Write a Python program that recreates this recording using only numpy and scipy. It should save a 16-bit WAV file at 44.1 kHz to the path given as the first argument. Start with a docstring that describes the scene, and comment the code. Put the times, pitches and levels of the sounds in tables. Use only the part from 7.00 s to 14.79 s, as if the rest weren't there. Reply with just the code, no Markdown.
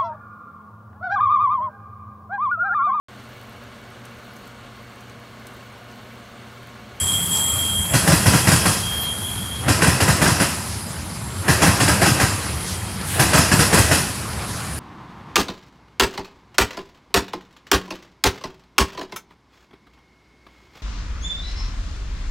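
"""Open country, beside a curve: covered hopper wagons roll past a few metres away.
At each coupling four axles bang over two rail gaps: shaped noise and damped modes make the steel clang,
sine swings, panel modes and low noise make the wagon body boom, uneven knocks make loose gear rattle.
Noise bands give wheel rumble, tread roar and flange hiss; flanges also whistle and scrape.
At first one wheel squeals: two wandering sines with rasping noise."""
import sys
import numpy as np
from scipy import signal
from scipy.io import wavfile

SR = 44100
rng = np.random.default_rng(int(sys.argv[2]) if len(sys.argv) > 2 else 0)


def transcribe(signal):
    """Save signal, clipped to [-1, 1], as a 16-bit WAV file at the path in sys.argv[1]."""
    frames = np.atleast_2d(signal).T
    limited = np.clip(frames, -1, 1)
    pcm = np.round(limited * 32767).astype(np.int16)
    wavfile.write(sys.argv[1], SR, pcm)


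N = 343539
TIME = np.arange(N) / SR

# couplings, offsets to the blow pattern: (first blow [s], clang [dB], bright crash [dB], boom [dB],
# change of the rumble behind it [dB])
COUPLINGS = [(0.935, -1.16, 0.8, -0.5, 0), (2.680, 0.15, -0.4, -0.7, -1), (4.479, 0.8, -0.2, -0.9, 1.5),
             (6.193, 1, 1.7, 0, 2)]


def from_db(db):
    """Decibels to amplitude gain."""
    return 10 ** (np.asarray(db) / 20)


def rms_one(x):
    """Scale to unit rms."""
    return x / np.sqrt(np.mean(x ** 2) + 1e-20)


def in_time(rows):
    """Interpolate each column of a (time, ...) curve to every sample."""
    s, *columns = np.transpose(rows)
    return [np.interp(TIME, s, column) for column in columns]


def add(track, s, sound):
    """Mix a sound in at time s."""
    i = int(s * SR)
    track[i:i + len(sound)] += sound[:N - i]


def drift(rate_hz):
    """Smooth random curve with rms 1, changing about rate_hz times a second."""
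    # computed at SR / 20, start-up discarded
    r = np.exp(-40 * np.pi * rate_hz / SR)
    white = rng.standard_normal(N // 20 + 4002)
    slow = signal.lfilter([1], [1, -2 * r, r * r], white)[4000:]
    return np.interp(np.arange(N) / 20, np.arange(len(slow)), rms_one(slow))


def swell(time, start, end):
    """Half a sine arch from start to end."""
    return np.abs(np.sin(np.pi * np.clip((time - start) / (end - start), 0, 1)))


def band(x, low_hz, high_hz, order=2):
    """Butterworth band-pass."""
    edges_hz = [low_hz, min(high_hz, SR / 2 - 500)]
    return signal.sosfilt(signal.butter(order, edges_hz, "band", fs=SR, output="sos"), x)


def noise(spectrum, flicker_db, count):
    """Noise bands following a spectrum, each flickering on its own; rms 1."""
    hz, db = np.transpose(spectrum)
    edges_hz = np.geomspace(hz[0], hz[-1], count + 1)
    # neighbouring bands use different noise
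    white = rng.standard_normal((2, N))
    out = 0
    for k, (low_hz, high_hz) in enumerate(zip(edges_hz, edges_hz[1:])):
        level_db = np.interp(np.log(low_hz * high_hz) / 2, np.log(hz), db)
        gain = from_db(level_db + flicker_db * drift(14.0))
        out = out + band(white[k % 2], low_hz, high_hz) * gain
    return rms_one(out)


def resonance(x, hz, width_hz):
    """Damped two-pole resonance, peak gain about 1."""
    r = np.exp(-np.pi * width_hz / SR)
    numerator = np.array([1, 0, -1]) * (1 - r * r) / 2
    return signal.lfilter(numerator, [1, -2 * r * np.cos(2 * np.pi * hz / SR), r * r], x)


def hum_of(hz, width_hz, size=N):
    """Rough contact as white noise drives two equal resonances in series; rms 1."""
    # each is wider, since the pair is narrower than one
    once = resonance(rng.standard_normal(size), hz, 1.43 * width_hz)
    return rms_one(resonance(once, hz, 1.43 * width_hz))


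def ring(clicks, hz, t60_s):
    """Damped mode: a unit click starts a decaying sine of height 1."""
    r, w = from_db(-60 / (t60_s * SR)), 2 * np.pi * hz / SR
    return signal.lfilter([0, np.sin(w)], [1, -2 * r * np.cos(w), r * r], clicks + 1e-18)


def blows(times_s, gains):
    """One click for each blow."""
    clicks = np.zeros(N)
    np.add.at(clicks, np.clip((times_s * SR).astype(int), 0, N - 1), gains)
    return clicks


def shaking(times_s, db, rise_s, t60_s, tail_db, tail_t60_s):
    """Vibration envelope: energy builds up, drops fast and lingers in a weaker tail."""
    energy = blows(times_s, from_db(db) ** 2) + 1e-18
    # -120 as amplitude dB is -60 dB of energy
    fast = signal.lfilter([1], [1, -from_db(-120 / (t60_s * SR))], energy)
    slow = signal.lfilter([1], [1, -from_db(-120 / (tail_t60_s * SR))], energy)
    r = np.exp(-1 / (rise_s * SR))
    return np.sqrt(signal.lfilter([1 - r], [1, -r], fast + from_db(tail_db) ** 2 * slow))


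def rattle(shake, max_per_s, spread_db):
    """Loose gear chatters in uneven noise knocks, more often the harder it is shaken."""
    chance = max_per_s * np.sqrt(shake / shake.max()) / SR
    hit = rng.random(N) < chance
    knocks = hit * from_db(spread_db * rng.standard_normal(N).clip(-2, 2))
    age = TIME[:SR // 20]
    tap = band(rng.standard_normal(len(age)), 330, 6400, order=1) * np.exp(-age / 0.0025)
    darker_tap = signal.lfilter([1], [1, -.7], tap)
    return shake * rms_one(signal.fftconvolve(knocks, darker_tap)[:N])


def clacks():
    """Train speed sets the blow times: every axle strikes both gaps, no two blows alike."""
    # eight blows, axle by axle, first then second gap: (clang [dB], bright crash [dB], strongest ring [Hz],
    # boom [dB], boom pitch [Hz], boom lag [s]); levels and pitches before offsets and spread
    clack_pattern = [(-15, -17.5, 1640, -10.5, 140, .019), (-13.5, -16.5, 1400, -11, 160, 0.0181),
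                     (-16.5, -20, 1800, -8.5, 157, 0.0166), (-15.5, -17.2, 2000, -8, 110, .025),
                     (-15, -17.5, 1750, -8.5, 149, .016), (-14, -17.5, 936, -10, 170, 0.0179),
                     (-16.1, -18, 1500, -9, 155.5, .020), (-15, -18, 1200, -13, 172, 0.014)]
    # travel times: within a bogie, bogie to bogie across the coupling, gap to gap
    wheelbase_s, bogie_to_bogie_s, gap_to_gap_s = .183, .397, .138
    blow_spread_db, ring_spread_octaves, boom_spread_octaves = 0.5, 0.19, 0.055
    spreads = blow_spread_db, ring_spread_octaves, boom_spread_octaves
    axles_s = np.array([0, wheelbase_s, bogie_to_bogie_s, bogie_to_bogie_s + wheelbase_s])
    delays_s = np.add.outer(axles_s, [0, gap_to_gap_s]).ravel()
    clang_db, crash_db, ring_hz, boom_db, boom_hz, lag_s = np.transpose(clack_pattern)
    bursts = []
    for s, more_clang_db, more_crash_db, more_boom_db, _ in COUPLINGS:
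        force_db, ring_shift, boom_shift = (
            spread * rng.standard_normal(len(delays_s)).clip(-2, 2) for spread in spreads)
        bursts.append([
            s + delays_s,
            clang_db + more_clang_db + force_db,
            crash_db + more_crash_db + force_db,
            ring_hz * 2 ** ring_shift,
            boom_db + more_boom_db + force_db,
            boom_hz * 2 ** boom_shift,
            lag_s])
    return np.hstack(bursts)


def steel_clang(hits):
    """Each blow sets off a dense noise wash of steel modes, with a few standing out."""
    # relative spectra: (frequency [Hz], density [dB per Hz])
    clang_spectrum = [(200, -9.5), (290, 9), (400, 3), (700, 4), (1200, -2), (1800, 1), (2200, -4),
                      (2700, -8), (3400, -11.5), (5000, -35)]
    crash_spectrum = [(2500, 4.5), (3600, -5.5), (5100, 4), (6300, -0.5), (7800, 2), (8500, 0), (9000, -7),
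                      (9600, 3.5), (11000, -2.5), (13000, -9), (15500, -30)]
    # wheel and rail resonances: (frequency [Hz], width [Hz], relative level [dB])
    steel_modes = [(1003, 140, -3.5), (1307, 190, -3.5), (1600, 64, -5.5), (1850, 260, -4),
                   (2510, 230, -6.5), (3980, 100, -12), (5030, 90, -17), (5160, 180, -11),
                   (9540, 340, -4.5)]
    s, clang_db, crash_db, ring_hz, *_ = hits
    # the wheel bounces on the rail: uneven clatter
    bounce = from_db(0.53 * drift(70))
    shake = bounce * shaking(s, clang_db, rise_s=.006, t60_s=0.21, tail_db=-7.5, tail_t60_s=0.74)
    bright = bounce * shaking(s, crash_db, rise_s=0.011, t60_s=0.28, tail_db=-1.5, tail_t60_s=0.92)
    # the rail end sags and grinds just before the wheel reaches the gap
    sag = sum(from_db(db - 9.5) * np.interp(TIME, [t - .07, t, t + 0.0081], [0, 1, 0])
              for t, db in zip(s, clang_db))
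    wash = from_db(-2.5) * np.hypot(shake, sag) * noise(clang_spectrum, flicker_db=2.0, count=18)
    crash = from_db(-3.5) * bright * noise(crash_spectrum, flicker_db=1.7, count=26)
    ringing = shaking(s, clang_db, rise_s=0.013, t60_s=0.37, tail_db=-6.5, tail_t60_s=0.77)
    modes = ringing * rms_one(sum(from_db(db) * hum_of(hz, width) for hz, width, db in steel_modes))
    # where the wheel lands decides which resonance speaks loudest
    age, strongest = TIME[:SR // 5], np.zeros(N)
    envelope = (1 - np.exp(-age / 0.0059)) * np.exp(-age / 0.023)
    for t, db, hz in zip(s, clang_db, ring_hz):
        add(strongest, t, from_db(db - 6.0) * envelope * hum_of(hz, width_hz=64, size=len(age)))
    loose_gear = rattle(shake, max_per_s=130, spread_db=3)
    return wash + crash + strongest + from_db(-7.0) * modes + from_db(-15) * loose_gear


def knock(hits):
    """First contact strikes a few damped modes at once, each with a strength of its own."""
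    # (frequency [Hz], relative level [dB], t60 [s])
    knock_modes = [(640, -2.5, 0.029), (1110, -8, 0.032), (1485, -2, 0.029), (1636, -2, 0.039),
                   (1960, -4, 0.031), (2790, -6, .02)]
    s, clang_db, *_ = hits
    chance = rng.standard_normal((len(s), len(knock_modes))).clip(-2, 2)
    out = 0
    for k, (hz, db, t60_s) in enumerate(knock_modes):
        gains = from_db(clang_db + db - 2.0 + 2.3 * chance[:, k])
        # alternating polarity
        out = out + (-1) ** k * ring(blows(s + 0.002754, gains), hz, t60_s)
    return out


def crack(hits):
    """Steel meets steel: a very bright noise burst, quick to rise, with only a faint tail."""
    # relative spectrum: (frequency [Hz], density [dB per Hz])
    crack_spectrum = [(900, -14), (1600, 21), (3400, -18), (5200, -10), (10000, 11), (12500, -2),
                      (14000, -6), (15600, -16)]
    s, _, crash_db, *_ = hits
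    burst = shaking(s, crash_db, rise_s=0.0039, t60_s=0.31, tail_db=-20, tail_t60_s=.3)
    return from_db(-11) * burst * noise(crack_spectrum, flicker_db=5.0, count=10)


def swing(hz, length_s):
    """A few heavy swings of the wagon body: an arched sine with an overtone."""
    age = TIME[:int(length_s * SR)]
    turns = hz * age + rng.random()
    overtone = from_db(-15.0) * np.sin(2 * np.pi * (1.94 * hz * age + rng.random()))
    return swell(age, 0, length_s) ** 2 * (np.sin(2 * np.pi * turns) + overtone)


def body_boom(hits):
    """The jolt passes the springs a moment later: the hollow body swings, then drones on."""
    # relative spectrum: (frequency [Hz], density [dB per Hz])
    boom_spectrum = [(30, -32), (45, -42), (65, -7.5), (125, -8), (170, -6.5), (230, -11), (350, -48)]
    # hollow body: (frequency [Hz], relative level [dB], t60 [s])
    body_modes = [(78.6, 0.5, 0.27), (103, 1.5, 0.28), (120.6, -4, 0.52), (165, -1.5, 0.11),
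                  (282, 7.5, 0.04)]
    # dull bumps of a wagon on its springs: (centre time [s], relative level [dB], frequency [Hz])
    bumps = [(0.024, -16.5, 87), (1.854, -36, 152), (2.67, -16, 144), (3.319, -10, 125), (5.121, -9, 126),
             (5.237, -7.5, 113), (5.497, -21, 101)]
    s, *_, boom_db, boom_hz, lag_s = hits
    chance = rng.standard_normal((len(s), 2, len(body_modes)))
    length_s, swings = .036, np.zeros(N)
    for t, db, hz in [*zip(s + lag_s, boom_db, boom_hz), *bumps]:
        add(swings, t - length_s / 2, from_db(db) * swing(hz, length_s))
    panels = 0
    for k, (hz, db, t60_s) in enumerate(body_modes):
        times_s = s + lag_s + 0.0037 * chance[:, 0, k].clip(-1, 1)
        gains = from_db(boom_db + db + 2 * chance[:, 1, k])
        panels = panels + ring(blows(times_s, gains), hz, t60_s)
    envelope = shaking(s, boom_db, rise_s=0.003, t60_s=0.22, tail_db=-3.0, tail_t60_s=0.88)
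    drone = envelope * noise(boom_spectrum, flicker_db=2.4, count=10)
    return from_db(-2.5) * swings + from_db(-11.0) * band(panels, 75, 390) + from_db(-9.0) * drone


def trackside(x):
    """Adds dull, delayed echoes from wagon sides and ground."""
    # (delay [s], level [dB])
    echoes = [(.011, -16.5), (.027, -12.5), (.058, -21), (.104, -15)]
    dull = band(x, 220, 5000, order=1)
    return x + sum(from_db(db) * np.interp(TIME - s, TIME, dull, left=0) for s, db in echoes)


def fits_of_squeal():
    """Stick-slip fits build up, hold and die away; gains of low mode, high mode and rasp."""
    # (time [s], length [s], low mode [dB], high mode [dB], rasp beside the low mode [dB])
    squeal_fits = [(-.03, 0.085, -32, -27, -32), (.06, 0.11, -24.5, -28, -31), (.19, .04, -34, -29, -29),
                   (0.295, 0.24, -27.5, -25.5, -32), (0.568, 0.25, -25.5, -32.5, -34.5),
                   (.87, 0.14, -46, -33, -35), (1.2, 0.59, -40, -46, -39), (1.82, .30, -28.5, -75, -35),
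                   (2.202, .09, -48, -55, -32), (2.346, 0.23, -41, -60, -36)]
    attack_s, release_s = 0.023, 0.065
    power = 0
    for s, length_s, *db in squeal_fits:
        attack = np.clip((TIME - s) / attack_s, 0, 1)
        release = np.exp(-np.maximum(TIME - s - length_s, 0) / release_s)
        power = power + np.outer(from_db(db), attack * release + 1e-9) ** 2
    return np.sqrt(power)


def wheel_tone(hz, wander_hz, flutter_db):
    """A wheel mode kept going by stick and slip: a sine unsteady in pitch and strength; rms 1."""
    phase = 2 * np.pi * np.cumsum(hz + wander_hz * drift(45)) / SR
    return rms_one(np.sin(phase) * from_db(flutter_db * drift(60)))


def squeal():
    """Two wheel modes sing, each with a rasping noise skirt from irregular slip."""
    # pitch sinks as the wheel draws level: (time [s], low mode [Hz], high mode [Hz])
    squeal_pitch = [(0, 3240, 7688), (.4, 3236, 7668), (.8, 3231, 7660), (1.9, 3225, 7650),
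                    (2.7, 3226, 7645)]
    low_gain, high_gain, rasp_gain = fits_of_squeal()
    low_hz, high_hz = in_time(squeal_pitch)
    white = rng.standard_normal(N)
    low = wheel_tone(low_hz, wander_hz=3.3, flutter_db=0.9)
    rasp = from_db(0.1) * rms_one(band(white, 3165, 3373, order=3))
    high_skirt = from_db(-6) * rms_one(band(white, 7670, 7770))
    high = wheel_tone(high_hz, wander_hz=9.8, flutter_db=0.3) + high_skirt
    return low_gain * low + rasp_gain * rasp + high_gain * high


def rolling():
    """Rough treads rumble and roar on the rail; flanges rub its side with a high hiss."""
    # before fixed offsets: (time [s], tread roar [dB], flange hiss [dB]), in groups
    rolling_levels = [
        [(0.0, -40, -26.5), (0.484, -40, -27), (0.88, -42.5, -28.5)],
        [(1.92, -40, -35), (2.358, -42, -33.5), (2.6, -42, -38.5)],
        [(3.68, -41, -36.5), (4.328, -43, -42.5), (4.42, -41, -36)],
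        [(5.45, -37.5, -35.5), (5.994, -41, -38.5), (6.03, -40, -38)],
        [(7.17, -40.5, -37.5), (7.55, -38.5, -38.5), (7.79, -40.5, -36)],
    ]
    # relative spectra: (frequency [Hz], density [dB per Hz])
    rumble_spectrum = [(25, -42), (38, -94), (55, -11), (85, 3), (140, -5.5), (190, -4.5), (260, -15),
                       (420, -21.5)]
    roar_spectrum = [(250, -2.5), (420, -1), (950, 1.5), (1500, 0), (2200, -4.5), (3500, -8), (5000, -6.5),
                     (6300, -12), (8500, -9.5), (13000, -51)]
    hiss_spectrum = [(5500, -21), (7000, -9.5), (8700, -8), (9700, 3), (10800, -1), (12000, -8.5),
                     (13500, -16.5), (15500, -26)]
    # steady rumble, changed by a few dB after some couplings:
    # slightly weaker after the second, stronger after the last two
    rumble_db, change_lag_s, change_width_s = -30, 1.13, 0.33
    roar_db, hiss_db = in_time(np.vstack(rolling_levels))
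    change_db = sum(db * np.exp(-((TIME - s - change_lag_s) / change_width_s) ** 2)
                    for s, *_, db in COUPLINGS)
    rumble = from_db(rumble_db + change_db) * noise(rumble_spectrum, flicker_db=2.34, count=12)
    tread = from_db(roar_db + 6.5 + 0.56 * drift(7.5))
    grit = rattle(tread, max_per_s=45, spread_db=3.5)
    roar = tread * noise(roar_spectrum, flicker_db=2.1, count=22) + from_db(-13) * grit
    hiss_gain = from_db(hiss_db + 1.2 + 0.5 * drift(10))
    hiss = hiss_gain * noise(hiss_spectrum, flicker_db=2.0, count=20)
    return rumble + roar + hiss


def whistles():
    """Flanges touch the rail for a moment: some whistle as sines, some scrape as resonant noise."""
    # thin tones: (time [s], length [s], frequency [Hz], relative level [dB])
    whistle_tones = [(0, 1.3, 12725, -46), (.45, .25, 12715, -41), (.55, .35, 13790, -49),
                     (1.8, .45, 11003, -46), (1.86, .2, 13320, -44), (2.0, .05, 13320, -35),
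                     (3.45, .65, 5010, -51), (4.1, .38, 7616, -50), (5.4, .7, 3228, -52)]
    # short rubs: (time [s], length [s], frequency [Hz], width [Hz], level [dB])
    scrapes = [(0, 0.67, 13000, 2000, -36), (0.257, 0.23, 880, 150, -37), (.33, 0.079, 5950, 5000, -32),
               (0.467, .15, 1230, 160, -37.5), (1.0, 1, 10100, 2000, -29.5), (1.95, 0.73, 11300, 900, -40),
               (3.6, 0.23, 5000, 2500, -37.5), (5.624, 0.16, 4470, 4020, -32),
               (6.03, 0.22, 9300, 4000, -28.5), (6.052, 0.24, 1300, 2500, -30), (7.44, .2, 4470, 4000, -38)]
    tones, rubs = 0, 0
    for s, length_s, hz, db in whistle_tones:
        tone = wheel_tone(hz, wander_hz=26, flutter_db=3)
        tones = tones + from_db(db) * np.sqrt(swell(TIME, s, s + length_s)) * tone
    for s, length_s, hz, width_hz, db in scrapes:
        rubs = rubs + from_db(db) * swell(TIME, s, s + length_s) * hum_of(hz, width_hz)
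    return from_db(5.0) * tones + rubs


def scene():
    """The train, heard alike in both channels; only clang and knock echo."""
    hits = clacks()
    impacts = trackside(steel_clang(hits) + knock(hits)) + crack(hits) + body_boom(hits)
    train = impacts + rolling() + squeal() + whistles()
    return np.array([train, train])


def record(dry):
    """The microphone sheds the deepest bass, the highest peaks are rounded, the top is cut."""
    cutoff_hz = 15750
    thin = signal.sosfilt(signal.butter(4, 42, "high", fs=SR, output="sos"), dry)
    rounded = thin / (1 + (np.abs(thin) / .95) ** 6) ** (1 / 6)
    return signal.sosfilt(signal.ellip(10, .2, 80, cutoff_hz, fs=SR, output="sos"), rounded)


dry = scene()
out = record(dry)
transcribe(out)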